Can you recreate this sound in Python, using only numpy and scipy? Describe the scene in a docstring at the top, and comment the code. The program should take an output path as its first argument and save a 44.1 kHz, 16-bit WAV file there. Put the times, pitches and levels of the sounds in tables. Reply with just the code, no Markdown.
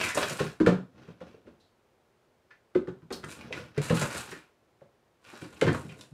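"""Claws rip and tick at once, then paws knock and thud: kittens chase each other in a small bedroom.
Rips and slides are random grains under pressure strokes, coloured by carpet, sisal, cloth and panels.
Claw catches are noise bursts ringing the spot caught; paws ring modes of the boards and frame and slap.
Thuds differ in pitch on hardwood floor, cat tree, cardboard ramp and pet bed; slides rumble.
Short echoes, standing waves and faint steady air make up the room."""
import sys
import numpy as np
from scipy import signal
from scipy.io import wavfile

SR = 44100
rng = np.random.default_rng(int(sys.argv[2]) if len(sys.argv) > 2 else 0)


def pcm_store(signal):
    """Save signal as 16-bit PCM."""
    levels = np.round(np.clip(np.atleast_2d(signal), -1, 1) * 32767)
    wavfile.write(sys.argv[1], SR, levels.astype(np.int16).T)


N = 270333

# Levels of events are relative; each layer adds its own offset.
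# claws catching on their own: (time [s], click [dB], spot caught [Hz], decay of the catch [s], snap [dB])
LONE_CATCHES = [(0.02, -31.5, 2390, 0.043, -57), (0.086, -35, 1900, 0.031, -36),
                (0.148, -40, 1760, 0.00092, -27), (0.176, -26, 1180, 0.0091, -57),
                (0.296, -61, 1600, 0.01, -33), (1.597, -67, 4080, 0.043, -79.5),
                (2.504, -53, 1760, 0.021, -91), (2.75, -37.5, 1450, .005, -72),
                (3.124, -39.5, 4600, 0.016, -41), (3.238, -35, 1500, 0.0037, -59),
                (3.244, -40, 1570, 0.0033, -44.5), (3.321, -54, 2100, 0.0066, -45.5),
                (3.525, -30, 2170, 0.0066, -73), (3.777, -36, 1980, 0.0095, -44.5),
                (4.013, -40.5, 1990, 0.033, -33.5), (4.313, -41.5, 1780, 0.019, -50),
                (5.612, -23.5, 2240, 0.0044, -33.5), (5.678, -28, 1640, 0.013, -70),
                (5.729, -47, 1362, .003, -41.5), (5.744, -30.5, 1230, 0.0081, -65),
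                (5.888, -49.5, 2540, 0.023, -80), (6.009, -44.5, 3640, .005, -47)]
# modes of the boards around the spot struck, joists last: (multiple of the knock [1], level [dB], t60 [s])
BOARD_MODES = [(1, 4.5, 0.041), (.85, -12, 0.097), (1.24, -9, 0.074), (1.6, -10.5, 0.032),
               (.66, -13.5, 0.11), (.17, -34, 0.3)]
# modes of the heavy frame beneath: (multiple of the thud [1], level [dB], t60 [s])
FRAME_MODES = [(1, 4, 0.12), (1.2, -8, 0.15), (.77, -14, 0.26), (1.45, -7.5, 0.18)]
# resonances of cardboard and cat tree: (frequency [Hz], width [Hz], relative level [dB])
PANEL_MODES = [(1130, 220, 2.5), (1434, 140, 2.5), (2325, 600, 9), (2550, 98, -0.5), (3290, 90, -3.5),
               (3810, 77, 2.5), (7100, 700, 1.5), (8850, 600, 1.5)]
# spectrum of a pad's slap: (frequency [Hz], density [dB per Hz])
SLAP_SPECTRUM = [(25, -30.5), (100, 1.5), (350, 5), (600, 4), (800, 1), (1500, -1), (2200, -19.5),
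                 (3200, -11.5), (8000, -27), (15000, -50.5)]
# spectrum of a click about the spot caught: (multiple of the spot's frequency [1], density [dB per Hz])
CLICK_SPECTRUM = [(.03, -43.5), (.6, -9.5), (.87, 0.5), (1.12, -0.5), (1.55, -10.5), (2.8, -19), (8, -55)]
# spectrum of a claw's bright snap: (frequency [Hz], density [dB per Hz])
SNAP_SPECTRUM = [(1500, -46.5), (3500, -14), (5000, 1), (8000, 0), (10500, -7.5), (15500, -26)]
# spectrum of rasping claws: (frequency [Hz], density [dB per Hz])
RASP_SPECTRUM = [(40, -52), (250, -17.5), (600, -2.5), (1000, -3), (1600, 1), (2600, -6), (4000, -12.5),
                 (6000, -12.5), (15000, -58)]
# spectrum of fizzing fibres and cloth: (frequency [Hz], density [dB per Hz])
FIZZ_SPECTRUM = [(2000, -22.5), (4000, 1), (5500, -5), (7500, 2), (10000, -3), (12500, -11), (15500, -23.5)]
# spectrum of the thing pushed: (frequency [Hz], density [dB per Hz])
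RUMBLE_SPECTRUM = [(25, -32), (90, 1), (145, -2.5), (220, 2), (450, -4.5), (700, -10), (3500, -56)]
# spectrum of the room's still air: (frequency [Hz], density [dB per Hz])
AIR_SPECTRUM = [(15, -54.5), (25, -18), (119, -6.5), (204, -12.5), (233, -5.5), (274, -14), (358, -5.5),
                (15500, -40.5)]
AIR_RMS_DB = -68.5
# reverberation of the bedroom: (frequency [Hz], t60 [s])
ROOM_T60 = [(100, 0.22), (300, 0.28), (1000, 0.27), (3000, 0.23), (8000, 0.23), (15000, 0.32)]
# standing waves of the bedroom: (frequency [Hz], width [Hz], level [dB])
STANDING_WAVES = [(57, 8.7, -4.5), (125, 5.8, 7.5), (166, 5.3, -12.5), (316, 8.8, -1), (527, 30, 0.5)]
# share of the sound that the room scatters: (frequency [Hz], relative level [dB])
SCATTER_SHARE = [(60, -3.5), (500, -8), (1000, -6)]
# surfaces landed on, by the pitch of the thud [Hz]
FLOOR, TREE, RAMP, BED = 180.4, 150, 161, 155
# landings, one paw after the other: (time [s], gap to second paw [s], knock [dB], knock [Hz],
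# thud [dB], slap [dB], pressing time of the first pad [s], thud pitch of the surface [Hz])
PAW_LANDINGS = [(0.15, .02, -40, 417, -55, -35.5, 0.0035, TREE),
                (0.171, .057, -17, 601, -47, -29.5, 0.0034, TREE),
                (0.3, .03, -34, 556, -34, -47, 0.01, TREE),
                (0.402, .027, -20.5, 403.5, -26, -36.5, .005, TREE),
                (0.603, .045, -12.5, 309, -28, -35.5, 0.0063, FLOOR),
                (0.669, .017, -11.5, 467, -13.5, -23, 0.0023, FLOOR),
                (0.72, .02, -24.5, 389, -18, -43.5, .002, FLOOR),
                (1.083, .018, -46, 476, -40.5, -55, .0027, FLOOR),
                (1.211, .012, -38, 524, -43.5, -50.5, 0.0028, FLOOR),
                (1.344, .03, -45.5, 453, -56, -67, 0.0013, FLOOR),
                (1.471, .012, -39.5, 358, -66.5, -60.5, 0.0068, FLOOR),
                (2.754, .0055, -15.5, 366.7, -35.5, -41, 0.0038, FLOOR),
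                (2.878, .008, -28, 361, -33.5, -47, 0.0033, FLOOR),
                (3.025, .03, -50, 305, -45, -65, 0.0035, BED),
                (3.104, .021, -28.5, 369, -44, -40.5, .009, FLOOR),
                (3.238, .02, -39.5, 346, -41.5, -49.5, .0027, BED),
                (3.506, .088, -33.5, 497, -68, -68, .004, BED),
                (3.775, .0215, -22.5, 422, -25, -43.5, 0.0046, TREE),
                (3.903, .025, -19, 473, -16, -27.5, .003, RAMP),
                (4.013, .03, -26.5, 578, -28.5, -30, 0.0073, TREE),
                (4.165, .03, -49, 402, -45, -38, 0.0019, TREE),
                (4.321, .02, -38.5, 378, -44, -56, 0.0058, FLOOR),
                (4.816, .009, -44.5, 566, -54, -62.5, 0.0027, TREE),
                (5.329, .02, -44, 344, -67, -49.5, .0046, BED),
                (5.422, .023, -35, 301, -42, -52, 0.0048, FLOOR),
                (5.617, .015, -14, 438.3, -30, -28.5, 0.0064, BED),
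                (5.67, .02, -23.5, 353, -26, -30, 0.0046, BED),
                (5.744, .02, -42, 390, -34, -39.5, .0024, BED),
                (5.85, .045, -54, 427, -36.5, -62, 0.0023, TREE),
                (6.114, .03, -62, 338, -41, -72, 0.0075, TREE)]
# second paw: softer, least so in the thud as the weight comes down
SECOND_KNOCK_DB, SECOND_THUD_DB, SECOND_SLAP_DB, SECOND_PRESS_S = -9.5, -5.5, -7.5, .0025
# leading claw: lead before the pad is pressed down; levels relative to the slap
CLAW_LEAD_S, CLAW_REL_DB, CLAW_HZ, CLAW_DECAY_S, CLAW_SNAP_REL_DB = .009, 0.5, 1570, 0.0047, -19.5
# strokes through carpet, sisal and cloth: (start [s], time to release [s], rasp [dB], fibre fizz [dB])
RIP_STROKES = [(-0.015, 0.048, -31, -36), (0.165, 0.069, -32.5, -35.5), (0.294, 0.09, -47, -49),
               (0.385, 0.017, -37, -44.5), (3.277, 0.051, -52.5, -50.5), (3.53, 0.051, -51.5, -63),
               (3.744, 0.033, -52.5, -83.5), (3.812, .065, -42, -40.5), (3.939, .1, -39, -39),
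               (4.102, 0.052, -42, -50), (4.145, 0.045, -44.5, -41.5), (4.275, 0.043, -47, -56),
               (5.709, 0.088, -71, -55.5), (5.985, 0.036, -68.5, -69)]
RIP_RISE_S, RIP_FALL_DB_PER_S, RIP_RUMBLE_REL_DB = 0.0053, 181.5, -7
# bodies and pet bed sliding: (start [s], time to release [s], rumble [dB], rasp [dB], cloth fizz [dB])
SLIDE_STROKES = [(0.915, 0.15, -55, -61, -81), (1.18, 0.11, -54.5, -61.5, -83),
                 (1.434, 0.068, -59.5, -74.5, -94), (3.113, 0.16, -53, -65, -70),
                 (3.348, 0.12, -48.5, -57, -83), (3.496, 0.098, -49.5, -51.5, -67),
                 (5.2, 0.18, -64.5, -53.5, -59), (5.405, 0.023, -52, -56, -59), (5.5, .13, -57, -61, -62),
                 (5.599, 0.11, -32, -51, -76), (5.828, 0.17, -57, -62.5, -66)]
SLIDE_RISE_SHARE, SLIDE_FALL_DB_PER_S = 0.47, 133  # rise as a share of the time to release
# the longer a catch decays, the more its spot sings (width as a share of its Hz)
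SQUEAK_DB_PER_S, SQUEAK_WIDTH_SHARE = 219, .22
LOW_CUT_HZ, HIGH_CUT_HZ = 27, 15700


def amp(db):
    """Decibels to gain."""
    return 10 ** (np.asarray(db) / 20)


def unit(x):
    """Scales to rms 1."""
    return x / np.sqrt(np.mean(x ** 2) + 1e-20)


def read(points, hz):
    """Interpolates the points of a spectrum on a log-frequency axis."""
    point_hz, value = np.transpose(points)
    return np.interp(np.log(hz + 1), np.log(point_hz), value)


def add(mix, start_s, sound):
    """Mixes a sound in at its start time."""
    part = mix[max(round(start_s * SR), 0):][:len(sound)]
    part += sound[:len(part)]


def colour(points, peaks=(), size=4096):
    """Causal minimum-phase response, of energy 1, of a spectrum with resonances on top."""
    hz = np.abs(np.fft.fftfreq(size, 1 / SR))
    db = read(points, hz)
    for peak_hz, width_hz, rise_db in peaks:
        db = db + rise_db / (1 + (2 * (hz - peak_hz) / width_hz) ** 2)
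    spectrum = np.exp(np.conj(signal.hilbert(np.log(amp(db)))))
    response = np.fft.ifft(spectrum).real[:size // 2]
    return response / np.linalg.norm(response)


def through(x, response):
    """Passes a whole track through an impulse response."""
    return signal.oaconvolve(x, response)[:N]


def resonate(x, hz, width_hz):
    """A fixed resonance of peak gain 1."""
    return signal.lfilter(*signal.iirpeak(hz, hz / width_hz, fs=SR), x)


def wander(step_s):
    """A random curve with a new value every step."""
    knot_s = np.arange(0, N / SR + step_s, step_s)
    values = rng.standard_normal(N)[:len(knot_s)]
    return np.interp(np.arange(N) / SR, knot_s, values)


def still_air():
    """Steady noise coloured as the quiet air of the room."""
    return amp(AIR_RMS_DB) * through(rng.standard_normal(N), colour(AIR_SPECTRUM))


def stroke(start_s, length_s, rise_s, fall_db_per_s):
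    """Pressure builds smoothly, holds and lets go."""
    t = np.arange(N) / SR - start_s
    rise = np.sin(np.pi / 2 * np.clip(t / rise_s, 0, 1)) ** 2
    return rise * amp(-fall_db_per_s * np.clip(t - length_s, 0, 1))


def rubbing():
    """Strength of rasp, fizz and rumble, summed over all rips and slides."""
    force = np.zeros((3, N))
    for start_s, length_s, rasp_db, fizz_db in RIP_STROKES:
        gains = amp([rasp_db, fizz_db, rasp_db + RIP_RUMBLE_REL_DB])
        force += np.outer(gains, stroke(start_s, length_s, RIP_RISE_S, RIP_FALL_DB_PER_S))
    for start_s, length_s, rumble_db, rasp_db, fizz_db in SLIDE_STROKES:
        gains = amp([rasp_db, fizz_db, rumble_db])
        rise_s = SLIDE_RISE_SHARE * length_s
        force += np.outer(gains, stroke(start_s, length_s, rise_s, SLIDE_FALL_DB_PER_S))
    return force


def slips(per_s, spread_db, clump_db, clump_s, smooth):
    """Fibres letting go one by one, in clumps, over a smooth rub."""
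    size = amp(spread_db * np.minimum(rng.exponential(1, N), 4))
    grains = size * rng.choice([-1, 1], N) * (rng.random(N) < per_s / SR)
    rub = unit(grains) + smooth * rng.standard_normal(N)
    return unit(rub * amp(clump_db * wander(clump_s)))


def scuffles(rasp_db=-5, fizz_db=-6.0, rumble_db=-3, panel_db=-11, patchy_db=6):
    """Claws rip through carpet and cloth; the panels rasp and the thing pushed rumbles."""
    rasp, fizz, rumble = rubbing()
    rips = slips(per_s=1300, spread_db=4.0, clump_db=3.4, clump_s=.009, smooth=.35)
    fibres = slips(per_s=1000, spread_db=4.5, clump_db=3.5, clump_s=.007, smooth=.4)
    drag = slips(per_s=280, spread_db=-1.5, clump_db=1.5, clump_s=.015, smooth=0.55)
    scrape = through(rasp * rips, colour(RASP_SPECTRUM))
    # as the claws travel, now one panel answers, now another
    for hz, width_hz, db in PANEL_MODES:
        answer = unit(amp(patchy_db * wander(.028)))
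        panel = unit(resonate(rips, hz, 0.5 * width_hz))
        scrape += amp(db + panel_db + read(RASP_SPECTRUM, hz)) * rasp * answer * panel
    hiss = through(fizz * fibres, colour(FIZZ_SPECTRUM, PANEL_MODES))
    push = through(rumble * drag, colour(RUMBLE_SPECTRUM))
    return amp(rasp_db) * scrape + amp(fizz_db) * hiss + amp(rumble_db) * push


def burst(rise_s, decay_s, skid_db, skid_s):
    """A swell of tiny contacts with a weaker skid as its tail."""
    t = np.arange(SR // 6) / SR
    swell = 1 - np.exp(-(t / rise_s) ** 2)
    shape = swell * (np.exp(-t / decay_s) + amp(skid_db) * np.exp(-t / skid_s))
    return rng.standard_normal(len(t)) * shape / shape.max()


def catches():
    """The claw that leads each landing, then those that catch on their own."""
    leading = [(s + press_s - CLAW_LEAD_S, slap_db + CLAW_REL_DB, CLAW_HZ, CLAW_DECAY_S,
                slap_db + CLAW_SNAP_REL_DB)
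               for s, *_, slap_db, press_s, surface_hz in PAW_LANDINGS]
    return leading + LONE_CATCHES


def claws(click_db=-1, snap_db=-1):
    """A claw catches with a short bright snap and skids, ringing the spot it caught."""
    clicks, snaps = np.zeros(N), np.zeros(N)
    for s, one_click_db, hz, decay_s, one_snap_db in catches():
        squeak = (hz, SQUEAK_WIDTH_SHARE * hz, SQUEAK_DB_PER_S * decay_s)
        spot = colour([(multiple * hz, db) for multiple, db in CLICK_SPECTRUM], [squeak])
        catch = burst(rise_s=0.18 * decay_s, decay_s=decay_s, skid_db=-21.5, skid_s=0.0086)
        add(clicks, s, amp(one_click_db + click_db) * signal.fftconvolve(catch, spot))
        snap = burst(rise_s=0.00059, decay_s=0.43 * decay_s, skid_db=-21, skid_s=0.014)
        add(snaps, s, amp(one_snap_db + snap_db) * snap)
    return clicks + through(snaps, colour(SNAP_SPECTRUM, PANEL_MODES))


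def footfalls():
    """Both paws: (time [s], knock [dB], knock [Hz], thud [dB], thud [Hz], slap [dB], pressing time [s])."""
    for s, gap_s, knock_db, knock_hz, thud_db, slap_db, press_s, thud_hz in PAW_LANDINGS:
        yield s, knock_db, knock_hz, thud_db, thud_hz, slap_db, press_s
        yield (s + gap_s, knock_db + SECOND_KNOCK_DB, knock_hz, thud_db + SECOND_THUD_DB, thud_hz,
               slap_db + SECOND_SLAP_DB, SECOND_PRESS_S)


def ring(modes, hz, contact_s):
    """Modes swelling while a soft pad presses down, then dying; peak 1."""
    t = np.arange(SR // 3) / SR
    wave = sum(amp(db - 60 * t / t60_s) * np.sin(2 * np.pi * ratio * hz * t)
               for ratio, db, t60_s in modes)
    wave = wave * (1 - np.exp(-(t / contact_s) ** 2))
    return wave / np.abs(wave).max()


def paws(knock_offset_db=0, thud_offset_db=-1, slap_offset_db=0):
    """Each paw knocks the boards, shakes the frame and slaps the surface."""
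    wood, slaps = np.zeros(N), np.zeros(N)
    for s, knock_db, knock_hz, thud_db, thud_hz, slap_db, press_s in footfalls():
        add(wood, s, amp(knock_db + knock_offset_db) * ring(BOARD_MODES, knock_hz, press_s))
        # the frame is slower to move
        add(wood, s, amp(thud_db + thud_offset_db) * ring(FRAME_MODES, thud_hz, 1.3 * press_s))
        slap = burst(press_s, decay_s=0.0092, skid_db=-12.5, skid_s=0.05)
        add(slaps, s, amp(slap_db + slap_offset_db) * slap)
    return wood + through(slaps, colour(SLAP_SPECTRUM, PANEL_MODES))


def reflections(first_s=0.00074, build_s=0.0009):
    """Sparse echoes of random sign whose bands die at their own speed."""
    count = SR // 2
    taps = rng.choice([-1., 1.], count) * (rng.random(count) < 4000 / SR)
    taps *= np.clip((np.arange(count) / SR - first_s) / build_s, 0, 1)
    hz, t, bands = signal.stft(taps, SR, nperseg=256)
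    decay_db = read(SCATTER_SHARE, hz)[:, None] - 60 * t / read(ROOM_T60, hz)[:, None]
    tail = signal.istft(bands * amp(decay_db), SR, nperseg=256)[1]
    return tail / np.linalg.norm(tail)


def bedroom(x, stride_s=.045, count=6):
    """Standing waves boom; the echoes cycle through several places as the kittens move."""
    place = np.arange(N) / SR / stride_s
    out = sum(amp(db) * resonate(x, hz, width_hz) for hz, width_hz, db in STANDING_WAVES)
    for k in range(count):
        away = np.abs((place - k) % count - count / 2)
        share = np.cos(np.pi / 2 * np.minimum(away, 1))
        out += through(x * share, reflections())
    return out


def scene(paw_room_db=-4, claw_room_db=-1):
    """Paws, claws and scuffles, direct and through the room, over its quiet air."""
    low, high = paws(), claws() + scuffles()
    room = bedroom(amp(paw_room_db) * low + amp(claw_room_db) * high)
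    return (low + high + room + still_air())[None]


def record(dry):
    """A gentle cut of the deepest bass, and the recorder's band limit."""
    low_pass = signal.firwin(511, HIGH_CUT_HZ, window=("kaiser", 9), fs=SR)
    thinned = signal.lfilter(*signal.butter(2, LOW_CUT_HZ, "high", fs=SR), dry)
    return signal.oaconvolve(thinned, low_pass[None], "same")


dry = scene()
out = record(dry)
pcm_store(out)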